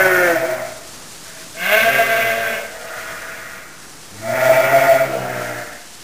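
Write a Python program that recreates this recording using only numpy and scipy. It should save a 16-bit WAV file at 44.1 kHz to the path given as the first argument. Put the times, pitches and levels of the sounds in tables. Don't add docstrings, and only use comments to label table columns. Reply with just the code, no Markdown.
import sys
import numpy as np
from scipy import signal
from scipy.io import wavfile
from scipy.ndimage import uniform_filter1d

SR = 44100
rng = np.random.default_rng(int(sys.argv[2]) if len(sys.argv) > 2 else 0)


def ratio_of_db(decibels):
    return 10 ** (np.asarray(decibels, float) / 20)


def put_to_file(sound):
    columns = np.atleast_2d(sound).T
    safe = np.clip(columns, -1, 1)
    whole_steps = np.round(safe * 32767)
    wavfile.write(sys.argv[1], SR, whole_steps.astype(np.int16))


N = 265923

# time_s, pitch_hz, effort_db
CALL_YEARLING = [
    (0.0, 189.3, -12),
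    (0.1, 185, -16.5),
    (0.244, 175.4, -16),
    (0.332, 168.4, -22),
    (0.378, 158.6, -25.5),
    (0.43, 165, -30.5),
    (0.5, 182.6, -37),
    (0.66, 181, -44),
]
CALL_FIRST = [
    (0.0, 129.1, -19.5),
    (0.142, 129.9, -20),
    (0.496, 130.4, -28),
    (0.594, 124, -29.5),
    (0.708, 125.7, -38.5),
    (0.9, 106.4, -56),
]
CALL_OUTSIDE = [
    (1.15, 163.7, -64),
    (1.272, 164, -44.5),
    (1.5, 160.3, -46),
]
CALL_LAMB = [
    (1.5, 156.6, -54),
    (1.544, 157.3, -41),
    (1.64, 180.6, -18.5),
    (1.734, 211.5, -13),
    (1.862, 228.3, -16),
    (2.284, 225.8, -20),
    (2.414, 227.5, -23.5),
    (2.566, 219.9, -24.5),
    (2.74, 224.9, -47),
]
CALL_UNDER = [
    (1.7, 110.1, -48),
    (1.8, 116.9, -28.5),
    (1.952, 134.5, -24),
    (2.098, 131.5, -25.5),
    (2.31, 116.7, -28),
    (2.452, 114, -28),
    (2.562, 116.6, -30),
    (2.7, 114, -52),
]
CALL_FAR = [
    (2.56, 121.5, -39),
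    (2.694, 120.6, -39.5),
    (2.972, 121.6, -30.5),
    (3.278, 121, -31.5),
    (3.57, 121.5, -35),
    (3.738, 120.3, -42.5),
    (3.9, 121.6, -52),
]
CALL_NEAR = [
    (4.05, 90.05, -53.5),
    (4.196, 104.8, -44),
    (4.25, 113.7, -33.5),
    (4.364, 124.6, -21.5),
    (4.54, 131, -16.5),
    (4.654, 130, -18),
    (4.768, 136, -17),
    (4.968, 134.4, -20.5),
    (5.1, 136.9, -27),
]
CALL_LAST = [
    (4.99, 134.7, -29.5),
    (5.314, 126.4, -31),
    (5.41, 121.6, -30.5),
    (5.6, 118.7, -36),
    (5.8, 116.6, -48),
]
CALL_REPLY = [
    (5.0, 118.4, -32),
    (5.2, 117.8, -39),
    (5.3, 117.8, -30.5),
    (5.622, 118.1, -33),
    (5.816, 117.4, -43),
    (5.908, 117.7, -65),
    (6.0, 118, -60),
]

# chest_full_db, chest_share, throat_full_db, throat_share
BUILD_YEARLING = (-19.5, 0.66, -26.5, 0.38)
BUILD_FIRST = (-35.5, .75, -27.5, 0.5)
BUILD_OUTSIDE = (-55, -1, -51, 1.5)
BUILD_LAMB = (-39.5, .4, -25.5, 0.78)
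BUILD_UNDER = (-36, 1.7, -29, 0.2)
BUILD_FAR = (-60, 6, -37.5, 1.4)
BUILD_NEAR = (-32, 0.37, -18, 1.19)
BUILD_LAST = (-33.5, 1.2, -26, 1.14)
BUILD_REPLY = (-60.5, 0.3, -36, 0.8)

# peak_s, height_db, length_s
QUAVER_YEARLING = [
    (0.0, 14.5, 0.036),
    (0.061, 13, 0.12),
    (0.223, 11, .09),
    (0.292, 16, 0.1),
    (0.442, 12, 0.057),
]
QUAVER_FIRST = [
    (0.366, 14.5, 0.045),
    (0.435, 12, 0.086),
    (0.509, 12.6, 0.095),
    (0.64, 9.4, 0.11),
]
QUAVER_OUTSIDE = [
    (1.392, 7.8, .17),
]
QUAVER_LAMB = [
    (1.56, 10.5, 0.076),
    (1.742, 10.7, 0.12),
    (1.872, 13.6, 0.074),
    (2.008, 16, 0.083),
    (2.144, 12.1, 0.21),
    (2.3, 12.2, 0.29),
    (2.394, 14, 0.11),
    (2.5, 11.7, 0.12),
]
QUAVER_UNDER = [
    (1.945, 6, 0.11),
]
QUAVER_FAR = [
    (2.7, 11.4, 0.49),
]
QUAVER_NEAR = [
    (4.28, 12.6, 0.19),
    (4.44, 5.7, 0.16),
    (4.502, 11, 0.059),
    (4.58, 10, 0.097),
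    (4.751, 12.5, .09),
    (4.82, 7.3, 0.059),
    (4.915, 14.3, .13),
    (5.02, 11.7, 0.076),
]
QUAVER_LAST = [
    (5.147, 6, 0.074),
]
QUAVER_REPLY = [
    (5.2, 11.4, 0.23),
]

# pitch_multiple, level_db; halves come from strong-weak pulse pairs
CHEST_YEARLING = [(1, -19), (2, 0)]
CHEST_LAMB = [(1, 0.5), (2, -11)]
CHEST_EWE = [(1, -1), (2, -3.5), (3, -6)]
CHEST_LAST = [(1, -0.5), (1.5, -8.5), (2, -7), (2.5, -6.5), (3, -5)]

# centre_hz, width_hz, level_db
THROAT_YEARLING = [(565.5, 69, 1.5), (724, 140, -13), (930, 360, -12.5)]
THROAT_EWE = [(605, 40, -14), (662, 22, 0)]
THROAT_LAMB = [(450, 100, -15), (672, 80, 0)]
THROAT_UNDER = [(409, 21, -5.5), (566, 108, 6), (800, 190, -13)]
THROAT_FAR = [(462, 40, -6), (560, 80, -11), (657, 28, 0), (800, 150, -9)]
THROAT_LAST = [(464, 80, -5.5), (607, 30, -6.5), (659, 30, -1.5)]
THROAT_REPLY = [(723, 93, -1.4), (764, 60, -1.1)]

# centre_hz, width_hz, level_db
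MOUTH_YEARLING = [(1200, 130, -12), (1286, 64, -13), (1485, 106, 2), (1774, 57, 0), (2130, 110, -8),
                  (2620, 240, -15), (3180, 160, -20)]
MOUTH_EWE = [(360, 224, -4), (537, 31, -2.5), (724, 190, 2), (1050, 230, -13.5), (1372, 254, 4),
             (2034, 430, 4.5), (2370, 1200, -23), (3270, 230, -13.5)]
MOUTH_LAMB = [(886, 120, -20), (1140, 110, -10), (1600, 143, 4.5), (2116, 150, 1.5), (2550, 610, -0.5),
              (2907, 150, -7.5), (3210, 420, -13)]
MOUTH_FAR = [(1190, 490, -1), (1526, 370, 5.5), (1940, 430, 2.5), (2517, 1300, -5.5)]
MOUTH_LAST = [(820, 450, -4), (1045, 220, -7), (1280, 230, -4), (1430, 190, -3), (2190, 700, -7.5)]
MOUTH_REPLY = [(1555, 180, 0.5), (1980, 190, -0.5), (2260, 500, -12.5)]

# time_s, breath_share (0-1)
LAMB_ROUGH = [
    (1.5, .45),
    (1.78, .3),
    (1.92, .1),
    (2.35, .12),
    (2.5, .33),
    (2.74, .5),
]

# freq_hz, density_db (per Hz)
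SHED_SPECTRUM = [(15, -34), (25, 7), (97, 4), (156, 9), (195, 5), (227, 8), (375, 5.5), (684, 2.5),
                 (1070, 2.5), (1560, 3.5), (6530, -23.5), (10000, 3), (13000, -39), (22000, -120)]

# time_s, level_db
STRAW_STIR = [(0, -38.5), (1.5, -36.5), (2.7, -39.5), (3.0, -39.5), (3.61, -45.5), (3.83, -41), (4.2, -40),
              (5.24, -44), (5.44, -37), (5.86, -41.5), (6.03, -37)]

ONSET_S, RELEASE_S = 0.08, 0.05
SWELL_RISE_SHARE = 0.4
SHED_T60_S, EARLY_T60_S, TAIL_DB = 0.7, 0.09, -11
SHED_DB, SHED_FOLLOWS = -39.5, 0.33
HISS_UNDER_DB, HISS_FOLLOWS, HISS_SMOOTH_S = -25, 0.67, 0.14
HOLD_HZ, CUTOFF_HZ, OFFSET = 16001.5, 15560, -0.0069


def rms_one(x):
    return x / np.sqrt(np.mean(x ** 2) + 1e-20)


def drift(rate_hz, size):
    r = np.exp(-2 * np.pi * rate_hz / SR)
    noise = rng.standard_normal(size + SR)
    return rms_one(signal.lfilter([1], [1, -2 * r, r * r], noise)[SR:])


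def echoes(x, t60_s, level_db):
    t = np.arange(int(t60_s * SR)) / SR
    tail = rng.standard_normal(len(t)) * ratio_of_db(-60 * t / t60_s) * np.clip(t / 0.011, 0, 1)
    tail = tail / np.sqrt(np.sum(tail ** 2))
    return ratio_of_db(level_db) * signal.fftconvolve(x, tail)[:len(x)]


def folds(steady, wander, rough, early_db):
    phase = steady + wander
    size = len(phase)
    pulses = rms_one(sum(np.cos(k * phase) for k in range(1, 32)))
    pulses = pulses * ratio_of_db(2.0 * drift(30.0, size))
    breath = 2.0 * rng.standard_normal(size) * (1 + 0.4 * np.cos(phase))
    source = np.sqrt(1 - rough) * pulses + np.sqrt(rough) * breath
    return source + echoes(source, EARLY_T60_S, early_db)


def evened(x, window_s):
    power = uniform_filter1d(x ** 2, max(int(window_s * SR), 9))
    return x / np.sqrt(power + 0.0099 * np.mean(x ** 2))


def resonate(x, modes, window_s):
    out = 0
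    for k, (hz, width_hz, level_db) in enumerate(modes):
        r = np.exp(-np.pi * 1.55 * width_hz / SR)
        flutter_db = 1.6 * drift(14.0, len(x))
        pole = [(1 - r * r) / 2, 0, (r * r - 1) / 2, 1, -2 * r * np.cos(2 * np.pi * hz / SR), r * r]
        ring = evened(signal.sosfilt([pole, pole], x), window_s)
        out = out + (-1) ** k * ratio_of_db(level_db + flutter_db) * ring
    return rms_one(out)


def swells(t, quaver):
    curves = []
    for peak_s, height_db, length_s in quaver:
        corners_s = [-SWELL_RISE_SHARE * length_s, 0, (1 - SWELL_RISE_SHARE) * length_s]
        angle = np.interp(t - peak_s, corners_s, [0, np.pi / 2, 0])
        curves.append(height_db * np.sin(angle))
    return np.max(curves, axis=0)


def bleat(call, build, quaver, chest, throat, mouth, rough, jitter, early_db, throat_share):
    time_s, pitch_hz, effort_db = np.transpose(call)
    lead = SR // 4
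    start = max(round(time_s[0] * SR), 0)
    size = round((time_s[-1] - max(time_s[0], 0)) * SR) + lead
    t = (start - lead + np.arange(size)) / SR

    pitch = np.interp(t, time_s, pitch_hz)
    mouth_db = np.interp(t, time_s, effort_db)
    below_db = mouth_db - mouth_db.max()
    chest_full_db, chest_follows, throat_full_db, throat_follows = build
    chest_db = chest_full_db + chest_follows * below_db
    throat_db = throat_full_db + throat_follows * below_db + swells(t, quaver)

    rough = np.interp(t, *np.transpose(rough))
    steady = 2 * np.pi * np.cumsum(pitch * (1 + 0.00554 * drift(12.92, size))) / SR
    wander = 2 * np.pi * np.cumsum(pitch * jitter * drift(69.37, size)) / SR
    throat_source = folds(steady, wander / 2, rough * throat_share, early_db - 5)
    mouth_source = folds(steady, wander, rough, early_db + 2)

    tones = 0
    for multiple, level_db in chest:
        tones = tones + ratio_of_db(level_db + 2.8 * drift(18.0, size)) * np.cos(multiple * steady)
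    voice = ratio_of_db(chest_db) * np.sqrt(2) * tones
    voice += ratio_of_db(throat_db) * resonate(throat_source, throat, window_s=0.026)
    voice += ratio_of_db(mouth_db) * resonate(mouth_source, mouth, window_s=0.054)

    edge = np.clip((time_s[-1] - t) / RELEASE_S, 0, 1)
    if start:
        edge = edge * np.clip((t - time_s[0]) / ONSET_S, 0, 1) ** 2
    out = np.zeros(N + size)
    out[start:start + size - lead] = (voice * edge)[lead:]
    return out[:N]


def flock():
    clear = dict(rough=[(0, 0.04)], jitter=0.006, early_db=-8, throat_share=0.5)
    shaky = dict(rough=LAMB_ROUGH, jitter=0.01, early_db=-5, throat_share=0.35)
    hoarse = dict(rough=[(0, 0.7)], jitter=0.045, early_db=1, throat_share=0.3)
    far = dict(rough=[(0, 0.65)], jitter=0.035, early_db=5, throat_share=0.8)
    return (
        bleat(CALL_YEARLING, BUILD_YEARLING, QUAVER_YEARLING,
              CHEST_YEARLING, THROAT_YEARLING, MOUTH_YEARLING, **clear)
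        + bleat(CALL_FIRST, BUILD_FIRST, QUAVER_FIRST, CHEST_EWE, THROAT_EWE, MOUTH_EWE, **hoarse)
        + bleat(CALL_OUTSIDE, BUILD_OUTSIDE, QUAVER_OUTSIDE, CHEST_LAMB, THROAT_EWE, MOUTH_FAR, **far)
        + bleat(CALL_LAMB, BUILD_LAMB, QUAVER_LAMB, CHEST_LAMB, THROAT_LAMB, MOUTH_LAMB, **shaky)
        + bleat(CALL_UNDER, BUILD_UNDER, QUAVER_UNDER, CHEST_EWE, THROAT_UNDER, MOUTH_FAR, **hoarse)
        + bleat(CALL_FAR, BUILD_FAR, QUAVER_FAR, CHEST_EWE, THROAT_FAR, MOUTH_FAR, **far)
        + bleat(CALL_NEAR, BUILD_NEAR, QUAVER_NEAR, CHEST_EWE, THROAT_EWE, MOUTH_EWE, **hoarse)
        + bleat(CALL_LAST, BUILD_LAST, QUAVER_LAST, CHEST_LAST, THROAT_LAST, MOUTH_LAST, **far)
        + bleat(CALL_REPLY, BUILD_REPLY, QUAVER_REPLY, CHEST_LAMB, THROAT_REPLY, MOUTH_REPLY, **far)
    )


def straw_db():
    return np.interp(np.arange(N) / SR, *np.transpose(STRAW_STIR))


def shed_noise():
    edges_hz = 22 * 2 ** np.arange(0, 9.1, 0.5)
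    freq_hz, density_db = np.transpose(SHED_SPECTRUM)
    white = rng.standard_normal((2, N))
    flicker_db = 1.1 * drift(1.0, N)
    out = 0
    for k, (low_hz, high_hz) in enumerate(zip(edges_hz, edges_hz[1:])):
        sos = signal.butter(2, [low_hz, high_hz], "band", fs=SR, output="sos")
        band_db = np.interp(np.log(low_hz * high_hz) / 2, np.log(freq_hz), density_db)
        out = out + signal.sosfilt(sos, white[k % 2]) * ratio_of_db(band_db + flicker_db)
    stir_db = straw_db()
    return ratio_of_db(SHED_DB + SHED_FOLLOWS * (stir_db - stir_db.mean())) * rms_one(out)


def fine_hiss(dry):
    power = uniform_filter1d(dry[0] ** 2, int(HISS_SMOOTH_S * SR)) + 1e-12
    level = np.sqrt(ratio_of_db(straw_db()) ** 2 + ratio_of_db(HISS_UNDER_DB) ** 2 * power ** HISS_FOLLOWS)
    sos = signal.butter(1, [3000, 12000], "band", fs=SR, output="sos")
    hiss = signal.sosfilt(sos, rng.standard_normal(N))
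    return hiss * level * ratio_of_db(3 + 1.07 * drift(12.0, N))


def sample_and_hold(x):
    taken = np.floor(np.arange(N) * HOLD_HZ / SR) * SR / HOLD_HZ
    return np.interp(taken, np.arange(N), x[0])[None]


def scene():
    voices = flock()
    tail = echoes(voices, SHED_T60_S, TAIL_DB)
    return (voices + tail + shed_noise())[None]


def low_pass(x):
    return signal.sosfilt(signal.butter(12, 16050, fs=SR, output="sos"), x)


def record(dry):
    rounded = 1.12 * np.tanh(dry / 1.12)
    held = sample_and_hold(rounded + fine_hiss(dry)) + OFFSET
    sos = signal.ellip(12, 0.3, 70, CUTOFF_HZ - 100, fs=SR, output="sos")
    mix = signal.sosfilt(sos, held)
    return low_pass(mix)


dry = scene()
out = record(dry)
put_to_file(out)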